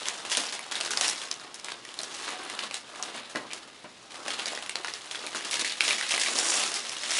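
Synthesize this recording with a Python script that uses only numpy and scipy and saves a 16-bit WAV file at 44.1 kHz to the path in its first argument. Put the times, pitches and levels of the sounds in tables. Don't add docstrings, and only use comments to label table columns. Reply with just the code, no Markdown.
import sys
import numpy as np
from scipy import signal
from scipy.fft import rfft, irfft, next_fast_len
from scipy.io import wavfile
from scipy.ndimage import uniform_filter1d

SR = 44100
rng = np.random.default_rng(int(sys.argv[2]) if len(sys.argv) > 2 else 0)


def digitize_waveform(pressure):
    field = np.atleast_2d(pressure).T
    bounded = np.clip(field, -1, 1)
    quanta = np.round(bounded * 32767).astype(np.int16)
    wavfile.write(sys.argv[1], SR, quanta)


def decibels_to_gain(level_db):
    exponent = np.asarray(level_db, float) / 20
    return 10 ** exponent


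N = 317079


def evened(x):
    return x / np.sqrt(np.mean(x ** 2) + 1e-20)


def peaked(x):
    return x / abs(x).max()


def read(points, hz):
    f, value = np.transpose(points)
    return np.interp(np.log(hz + 1), np.log(f + 1), value)


def add(mix, s, sound):
    part = mix[round(s * SR):][:len(sound)]
    part += sound[:len(part)]


def coloured(x, points):
    size = next_fast_len(len(x))
    gain = decibels_to_gain(read(points, np.fft.rfftfreq(size, 1 / SR)))
    return irfft(rfft(x, size) * gain, size)[:len(x)]


def burst(noise, t60):
    t = np.arange(len(noise)) / SR
    return noise * decibels_to_gain(-60 * t / t60) * np.minimum(t / 0.00017, 1)


def ring(x, hz, width):
    turn = np.exp(2j * np.pi * hz * np.arange(len(x)) / SR)
    r = np.exp(-np.pi * width / SR)
    return 2 * (turn * signal.lfilter([1 - r], [1, -r], x / turn)).real


# start_s [s], sheet_db (crackle of the sheet) [dB], rustle_db (carried by the box) [dB],
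# fizz_db (fine fizz of tearing fibres) [dB]
HANDS = [(0.0, -39, -44.5, -47.5), (0.46, -54, -52, -55), (0.56, -48.5, -54, -58), (0.78, -46, -49.5, -57),
         (0.92, -48, -42.5, -51), (1.04, -32.5, -43.5, -34), (1.34, -55.5, -53, -59), (1.64, -54, -57, -66),
         (1.96, -52, -54.5, -58.5), (2.18, -42, -47, -46.5), (2.44, -43, -46, -60), (2.62, -44, -46, -68),
         (2.76, -56, -62, -66), (3.0, -48.5, -45, -57), (3.18, -44.5, -51, -64), (3.36, -54.5, -54.5, -70),
         (3.54, -53, -52.5, -66), (3.96, -58, -66.5, -67), (4.16, -59, -50, -60), (4.31, -39, -45.5, -49),
         (4.44, -45.5, -47.5, -59), (4.93, -48.5, -56, -53), (5.17, -49, -51, -55),
         (5.41, -43.5, -46.5, -56), (5.77, -44.5, -53.5, -50), (5.89, -32, -40, -36),
         (6.03, -40.5, -49, -46), (6.15, -36.5, -54, -41), (6.27, -34, -43.5, -39), (6.47, -33.5, -40, -29),
         (6.57, -31, -37.5, -29), (6.81, -41.5, -47, -46), (7.03, -41.5, -51, -46), (7.19, -28, -40, -30.5)]


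def hands():
    s, *levels = np.transpose(HANDS)
    return np.array([np.interp(np.arange(N) / SR, s, level) for level in levels])


FLURRY_BOX_DB, FLURRY_FIZZ_DB, FLURRY_RISE_S, FLURRY_T60_S = 1.5, -1, 0.0029, 0.29
FLURRY_ALIKE = 0.51


def flurries():
    kicks = np.zeros((3, N))
    for s, db, hz, low_db, high_db, flurry_db in PLACED_SNAPS:
        box_db = FLURRY_BOX_DB + FLURRY_ALIKE * low_db
        fizz_db = FLURRY_FIZZ_DB + FLURRY_ALIKE * high_db
        colour_db = np.array([0, box_db, fizz_db])
        kicks[:, round(s * SR)] += decibels_to_gain(db + flurry_db + colour_db) ** 2
    dying = signal.lfilter([1], [1, -decibels_to_gain(-120 / (FLURRY_T60_S * SR))], kicks)
    keep = np.exp(-1 / (FLURRY_RISE_S * SR))
    return signal.lfilter([1 - keep], [1, -keep], dying)


def crackle(per_s, spread_db, clump_db, t60, ring_share, count=32):
    clumps = evened(uniform_filter1d(uniform_filter1d(rng.standard_normal(N), 300), 300))
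    size = decibels_to_gain(spread_db * np.minimum(rng.exponential(1, N), 4) + clump_db * clumps)
    size *= rng.random(N) < per_s / SR
    patch = rng.integers(0, count, N)
    share = np.clip(ring_share, 0, 1)
    out = np.zeros(N)
    for k, hz in enumerate(np.geomspace(250, 10000, count)):
        tick = burst(rng.standard_normal(600), t60)
        ringing = ring(tick, 4000 * (hz / 4000) ** 0.62, 700)
        tick = (1 - share) * evened(tick) + share * evened(ringing)
        out += signal.oaconvolve(size * (patch == k), evened(tick))[:N]
    return out


# pitch_hz [Hz], level_db per Hz [dB]
SHEET_COLOUR = [(700, -100), (1200, -18.5), (1700, 0), (2500, 3), (3500, 3.5), (4500, 3), (6000, -7.5)]
# pitch_hz [Hz], level_db per Hz [dB]
RUSTLE_COLOUR = [(60, -57), (120, -11), (200, 1), (350, 7.5), (700, 6.5), (1200, 9), (1700, -1.5),
                 (2500, -91)]
# pitch_hz [Hz], level_db per Hz [dB]
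FIZZ_COLOUR = [(3000, -35.5), (4500, 0), (5500, 5), (7000, 3), (9000, 3), (11000, -4), (13000, -24)]
TEAR_FROM_DB, TEAR_SPAN_DB = -42, 10


def handling():
    levels = hands()
    sheet, rustle, fizz = np.sqrt(decibels_to_gain(levels) ** 2 + flurries())
    fine = evened(crackle(per_s=2500, spread_db=2.0, clump_db=2.0, t60=0.0068, ring_share=0.56))
    dense = evened(crackle(per_s=7400, spread_db=5.0, clump_db=1.2, t60=0.0057, ring_share=0.4, count=12))
    longer = evened(crackle(per_s=700, spread_db=6.5, clump_db=3.5, t60=0.056, ring_share=0, count=12))
    tearing = np.clip((levels[2] - TEAR_FROM_DB) / TEAR_SPAN_DB, 0, 1)
    fibres = np.sqrt(1 - tearing) * fine + np.sqrt(tearing) * dense
    box = fine + 1.14 * longer
    return (sheet * evened(coloured(fine, SHEET_COLOUR))
            + fizz * evened(coloured(fibres, FIZZ_COLOUR))
            + rustle * evened(coloured(box, RUSTLE_COLOUR)))


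# pitch_hz [Hz], level_db per Hz [dB]
AIR_COLOUR = [(25, -17), (60, -13), (100, -9.5), (120, -0.5), (140, -5.5), (250, -0.5), (600, -3.5),
              (2000, -8), (4000, -6), (11000, -21.5)]


def air():
    return decibels_to_gain(-54) * evened(coloured(rng.standard_normal(N), AIR_COLOUR))


# pitch_hz [Hz], t60_s [s]
ROOM_T60 = [(250, 0.53), (800, 0.27), (2500, 0.2), (6000, 0.044), (11000, 0.16)]
# usual delay_s [s], level_db [dB]
WALL_ECHOES = [(.0022, -65), (.0086, -17), (0.0132, -13.5), (0.018, -28.5)]


def tail():
    taps = np.zeros(SR // 2)
    at = np.arange(380, SR // 2 - 20, 20)
    taps[at + rng.integers(0, 20, len(at))] = rng.choice([-1., 1.], len(at))
    hz, t, z = signal.stft(taps, SR, nperseg=256)
    dying = decibels_to_gain(-60 * t / read(ROOM_T60, hz)[:, None])
    out = signal.istft(z * dying, SR, nperseg=256)[1]
    out *= decibels_to_gain(-9.5) / np.linalg.norm(out)
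    for s, db in WALL_ECHOES:
        out[round(s * SR * rng.uniform(.93, 1.07))] += decibels_to_gain(db)
    return out


def room(x, count=5):
    turn = np.arange(N) / SR / .045
    out = np.zeros(N)
    for k in range(count):
        away = (turn - k + count / 2) % count - count / 2
        fade = np.cos(np.pi / 2 * np.clip(away, -1, 1))
        out += signal.fftconvolve(x * fade, tail())[:N]
    return out


# start_s [s], peak_db of the jolt before the box push [dB],
# pitch_hz of the freed patch [Hz], low_db (push on the box, mostly under 1.5 kHz, against the jolt) [dB],
# high_db (over 5.5 kHz, against the ringing sheet) [dB], flurry_db (crackle set off, against the jolt) [dB]
PLACED_SNAPS = [(0.0564, -15, 3180, -26, -9.5, -22), (0.0847, -6.5, 6050, -44, -10, -36),
                (0.2504, -20.5, 2730, -8, -10, -20.5), (0.2984, -17.5, 2980, -25, -1, -17),
                (0.3171, -12, 2860, -29, -5, -18.5), (0.3503, -11.5, 3100, -32, -12, -24),
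                (0.3709, -7, 2900, -16, -1.5, -23), (0.4364, -17, 2460, -12, -7, -18),
                (0.4678, -18, 5050, -26, -20, -19.5), (0.4894, -23, 4320, -18, -19, -26),
                (0.5242, -17, 2160, -18, -7, -19), (0.5922, -19, 2200, -11, -4, -36),
                (0.713, -18, 3930, -13.5, -11, -18), (0.7545, -13.5, 3700, -22, -12, -23),
                (0.8034, -15.5, 3730, -9, -4, -21), (0.8103, -10, 3080, -23, -6, -41),
                (0.849, -16, 5850, -21, -9, -20), (0.8595, -18, 4130, -16, -10, -26),
                (0.907, -10, 1580, -27, 0, -24.5), (0.9349, -15, 1440, -24, -20, -31),
                (0.9732, -9, 4540, -25, -17, -27), (0.981, -23, 1800, -12, -9, -28),
                (1.0108, -5.5, 5860, -22, -15, -20), (1.0804, -6.5, 5390, -24, -4, -28),
                (1.0884, -10, 5310, -22, -9, -40), (1.0989, -9.5, 6200, -27, -10, -40),
                (1.2072, -26, 4060, -14, -13, -17), (1.2164, -20.5, 3400, -15, -11, -20.5),
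                (1.3132, -14, 5200, -26, -18, -28), (1.3404, -20.5, 6190, -26, -20, -30),
                (1.3977, -29, 5060, -7, -23, -21), (1.4127, -30, 3820, -21, -22, -24),
                (1.5429, -21, 5700, -21, -4, -23), (1.5974, -27, 5380, -18, -15, -26),
                (1.645, -16, 5700, -21, -11, -27), (1.6846, -18, 2090, -15, -21, -20),
                (1.7192, -18.5, 3830, -9, -36, -32), (1.8507, -22.5, 2010, -31, -9, -28),
                (1.8896, -29, 2960, -13, -23, -31), (1.941, -23.5, 3380, -20, -1, -32),
                (1.9894, -15, 4050, -37, -10, -29), (2.0154, -21, 4560, -23, 4, -30),
                (2.0328, -17.5, 5530, -14, -8, -25), (2.148, -20, 4770, -23, -4, -35),
                (2.2114, -38, 3070, -16, -15, -40), (2.2587, -31, 2820, -15, -18, -32),
                (2.2794, -18.5, 1430, -8, -21, -19), (2.499, -18, 2000, -19, -4, -29),
                (2.5908, -13, 2930, -25, -19, -28), (2.6363, -16.5, 2880, -12, -16, -23.5),
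                (2.7106, -17.5, 2390, -10.5, -10, -29), (2.7424, -11.5, 3910, -20, -3, -28.5),
                (2.9497, -29.5, 2340, -17, -15, -17), (3.026, -11, 6360, -21, -19, -31),
                (3.0354, -21.5, 3720, -22, -11, -19), (3.099, -37, 2950, -20, -14, -29),
                (3.1453, -24.5, 2500, -16, -18, -18), (3.1896, -32, 2390, -17, -21, -28),
                (3.2977, -26.5, 1680, -23, -8, -19), (3.3577, -14, 1620, -19, -13, -30),
                (3.5053, -27, 2440, -14, -24, -21), (3.5125, -24, 2460, -18, -28, -21),
                (3.5234, -26, 2390, -16, -21, -26), (3.5332, -15, 3300, -29, -3, -28.5),
                (4.1064, -34, 2290, -22, -12, -12), (4.1425, -29.5, 1610, -6, -10, -14),
                (4.2617, -20.5, 2500, -5.5, -16, -24), (4.2808, -13, 1540, -15, -6, -32),
                (4.3044, -15, 2920, -11, -13, -35), (4.341, -25.5, 2410, -19, -16, -26),
                (4.3906, -17.5, 2860, -11, -11, -24), (4.3954, -18, 3040, -15, -22, -20),
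                (4.4576, -13, 4800, -29, -9, -25), (4.4674, -16.5, 5060, -21, -13, -19),
                (4.5324, -20.5, 1840, -5, 0, -32), (4.5506, -17.5, 5800, -26, -9, -29),
                (4.575, -21, 1760, -11, -20, -28), (4.6245, -19.5, 3060, -14, -10, -36),
                (4.662, -21, 2480, -13, -4, -29), (4.6944, -13, 2710, -23, -2, -37),
                (4.7556, -13.5, 4140, -10, -40, -25), (4.8461, -13.5, 1610, -16, -22, -31),
                (4.8724, -20, 4490, -14, -16, -26), (4.8824, -16.5, 1870, -15, -20, -25.5),
                (4.9374, -15.5, 5100, -22, -20, -27), (5.0095, -31, 3200, -11, -14, -26),
                (5.1113, -19, 3320, -22, -9, -22), (5.1474, -21, 1440, -17, -28, -17),
                (5.156, -20.5, 3140, -19, -28, -32), (5.1916, -24, 3610, -8, -21, -30),
                (5.214, -32, 1910, -17, -17, -31), (5.265, -16, 4230, -31, -1, -29.5),
                (5.2704, -17, 2450, -23, -18, -33), (5.3184, -32, 1860, -9, -12, -33),
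                (5.3477, -15.5, 1420, -18, -6, -20), (5.4084, -24, 1780, -19, -8, -33),
                (5.4477, -20.5, 2890, -31, -6, -15), (5.5109, -13, 3240, -29, -2, -18.5),
                (5.5304, -17, 1980, -30, -16, -26), (5.5411, -11.5, 3100, -26, -6, -19),
                (5.5941, -12, 4340, -29, -5, -19.5), (5.6465, -10, 2070, -41, -12, -22),
                (5.6965, -17, 4540, -30, -24, -18), (5.722, -14, 4080, -33, -19, -35),
                (5.7758, -29, 4700, -11, -6, -32), (5.8066, -3, 2270, -36, -23, -27.5),
                (5.8387, -13, 3000, -27, -3, -18.5), (5.8797, -9, 3370, -31, -21, -30),
                (5.8874, -19, 3140, -26, -18, -28), (5.907, -9.5, 2360, -32, -23, -23),
                (5.9144, -16, 2440, -32, -19, -26), (5.9828, -18, 2150, -19, -5, -21),
                (6.011, -12.5, 1990, -31, -17, -21), (6.0264, -19, 1950, -22, -15, -28),
                (6.0904, -14.5, 4170, -27, 3, -20), (6.108, -12, 2550, -26, -10, -21),
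                (6.1204, -12.5, 2680, -22, -18, -24), (6.1394, -11, 2300, -13, -16, -31),
                (6.1614, -18, 3990, -20, -10, -24), (6.1784, -12, 2000, -15, -6, -37),
                (6.1966, -15, 2500, -30, 8, -17), (6.2354, -18, 2730, -33, -16, -26),
                (6.2612, -13, 2390, -24, -15, -22), (6.3554, -12, 5210, -22, -11, -33),
                (6.3875, -9, 5530, -17, -19, -37), (6.6374, -10.5, 4250, -19, -12, -26),
                (6.6763, -18, 4550, -23, -13, -30), (6.7408, -12, 5200, -23, -1, -19.5),
                (6.8504, -23, 1820, -16, -15, -33), (6.8943, -13, 5100, -33, -6, -43),
                (6.9252, -28, 5540, -11, -14, -46), (6.9671, -18.5, 2900, -28, -18, -30),
                (7.0344, -18, 2020, -18, -14, -18), (7.1067, -12.5, 5380, -32, -14, -16.5)]
RING_GAIN, RING_Q = 4, 5


def snaps(rows):
    out = np.zeros(N)
    noise = rng.standard_normal((500, 800))
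    low = signal.butter(2, [450, 1500], "band", fs=SR)
    middle = signal.butter(2, [1500, 5500], "band", fs=SR)
    high = signal.butter(2, [5500, 12000], "band", fs=SR)
    for (s, db, hz, low_db, high_db, *_), row in zip(rows, noise):
        crack = 0.18 * burst(row, 0.016)
        crack[24] += np.sign(row[0])
        patch = RING_GAIN * ring(crack, hz, hz / RING_Q)
        sheet = peaked(signal.filtfilt(*middle, crack) + patch)
        edge = decibels_to_gain(high_db) * peaked(signal.filtfilt(*high, crack))
        push = decibels_to_gain(low_db) * peaked(signal.lfilter(*low, crack))
        add(out, s, decibels_to_gain(db) * (peaked(sheet + edge) + push))
    return out


CHANCE_PER_S, CHANCE_OVER_DB, CHANCE_SPREAD_DB = 34, 7, 4
CHANCE_HZ, CHANCE_OCTAVES, CHANCE_LOW_DB, CHANCE_HIGH_DB, CHANCE_COLOUR_DB = 3180, 0.74, -13.5, 1.5, 4.5


def chance_snaps(count=500):
    s = np.cumsum(rng.exponential(1, count)) / CHANCE_PER_S
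    size = rng.exponential(1, count)
    tone, low, high = rng.standard_normal((count, 3)).T
    sheet_db = np.interp(s * SR, np.arange(N), hands()[0])
    db = sheet_db + CHANCE_OVER_DB + CHANCE_SPREAD_DB * np.minimum(size, 3)
    hz = np.clip(CHANCE_HZ * 2 ** (CHANCE_OCTAVES * tone), 1400, 8000)
    low_db = CHANCE_LOW_DB + CHANCE_COLOUR_DB * low
    high_db = CHANCE_HIGH_DB + CHANCE_COLOUR_DB * high
    rows = np.array([s, db, hz, low_db, high_db]).T
    return rows[s < N / SR]


# start_s [s], peak_db [dB]
BOX_KNOCKS = [(0.373, -30.5), (1.996, -35), (3.149, -33), (3.3505, -22), (3.358, -23.5), (3.843, -33.5),
              (5.239, -33), (5.347, -27.5), (5.587, -35), (5.861, -46), (6.138, -29.5), (6.312, -30),
              (6.548, -33)]
# usual pitch_hz [Hz], usual level_db [dB], t60_s [s]
BOX_MODES = [(196, -12, 0.19), (252, 2, 0.078), (342, 4.5, 0.082), (424, 16, 0.024), (643, 11.5, 0.083),
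             (776, -15, 0.0082), (1030, 6.5, 0.083), (1180, -13, 0.017), (1480, -10, 0.013),
             (1910, 4.5, 0.014)]
RATTLE_DB, RATTLE_T60_S = -12, 0.17


def knocks():
    out = np.zeros(N)
    t = np.arange(6000) / SR
    place = rng.standard_normal((len(BOX_KNOCKS), len(BOX_MODES), 2)) * [2, .04]
    band = signal.butter(2, [160, 2100], "band", fs=SR)
    rattle = signal.lfilter(*band, rng.standard_normal((len(BOX_KNOCKS), 6000)))
    for (s, db), row, noise in zip(BOX_KNOCKS, place, rattle):
        body = np.zeros(6000)
        for (hz, mode_db, t60), (stray_db, detune) in zip(BOX_MODES, row):
            dying = decibels_to_gain(mode_db + stray_db - 60 * t / t60)
            body += dying * np.sin(2 * np.pi * hz * (1 + detune) * t)
        body = peaked(body) + decibels_to_gain(RATTLE_DB) * burst(evened(noise), RATTLE_T60_S)
        soft = np.minimum(t / 0.00096, 1)
        add(out, s, decibels_to_gain(db) * peaked(body * soft))
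    return out


def scene():
    dry = handling() + snaps(PLACED_SNAPS) + snaps(chance_snaps()) + knocks()
    return (dry + room(dry))[None]


def band_limit(x):
    return signal.sosfilt(signal.butter(12, 12230, fs=SR, output="sos"), x)


# pitch_hz [Hz], gain_db [dB]
BAND_LIMIT = [(20, 0), (10930, 0), (11050, -12), (11180, -25), (11350, -35), (11700, -46), (12200, -56),
              (22050, -70)]


def record(dry):
    bass_cut = signal.butter(2, 145, "high", fs=SR, output="sos")
    thin = signal.sosfilt(bass_cut, dry[0])
    mix = coloured(thin + air(), BAND_LIMIT)[None]
    return band_limit(mix)


dry = scene()
out = record(dry)
digitize_waveform(out)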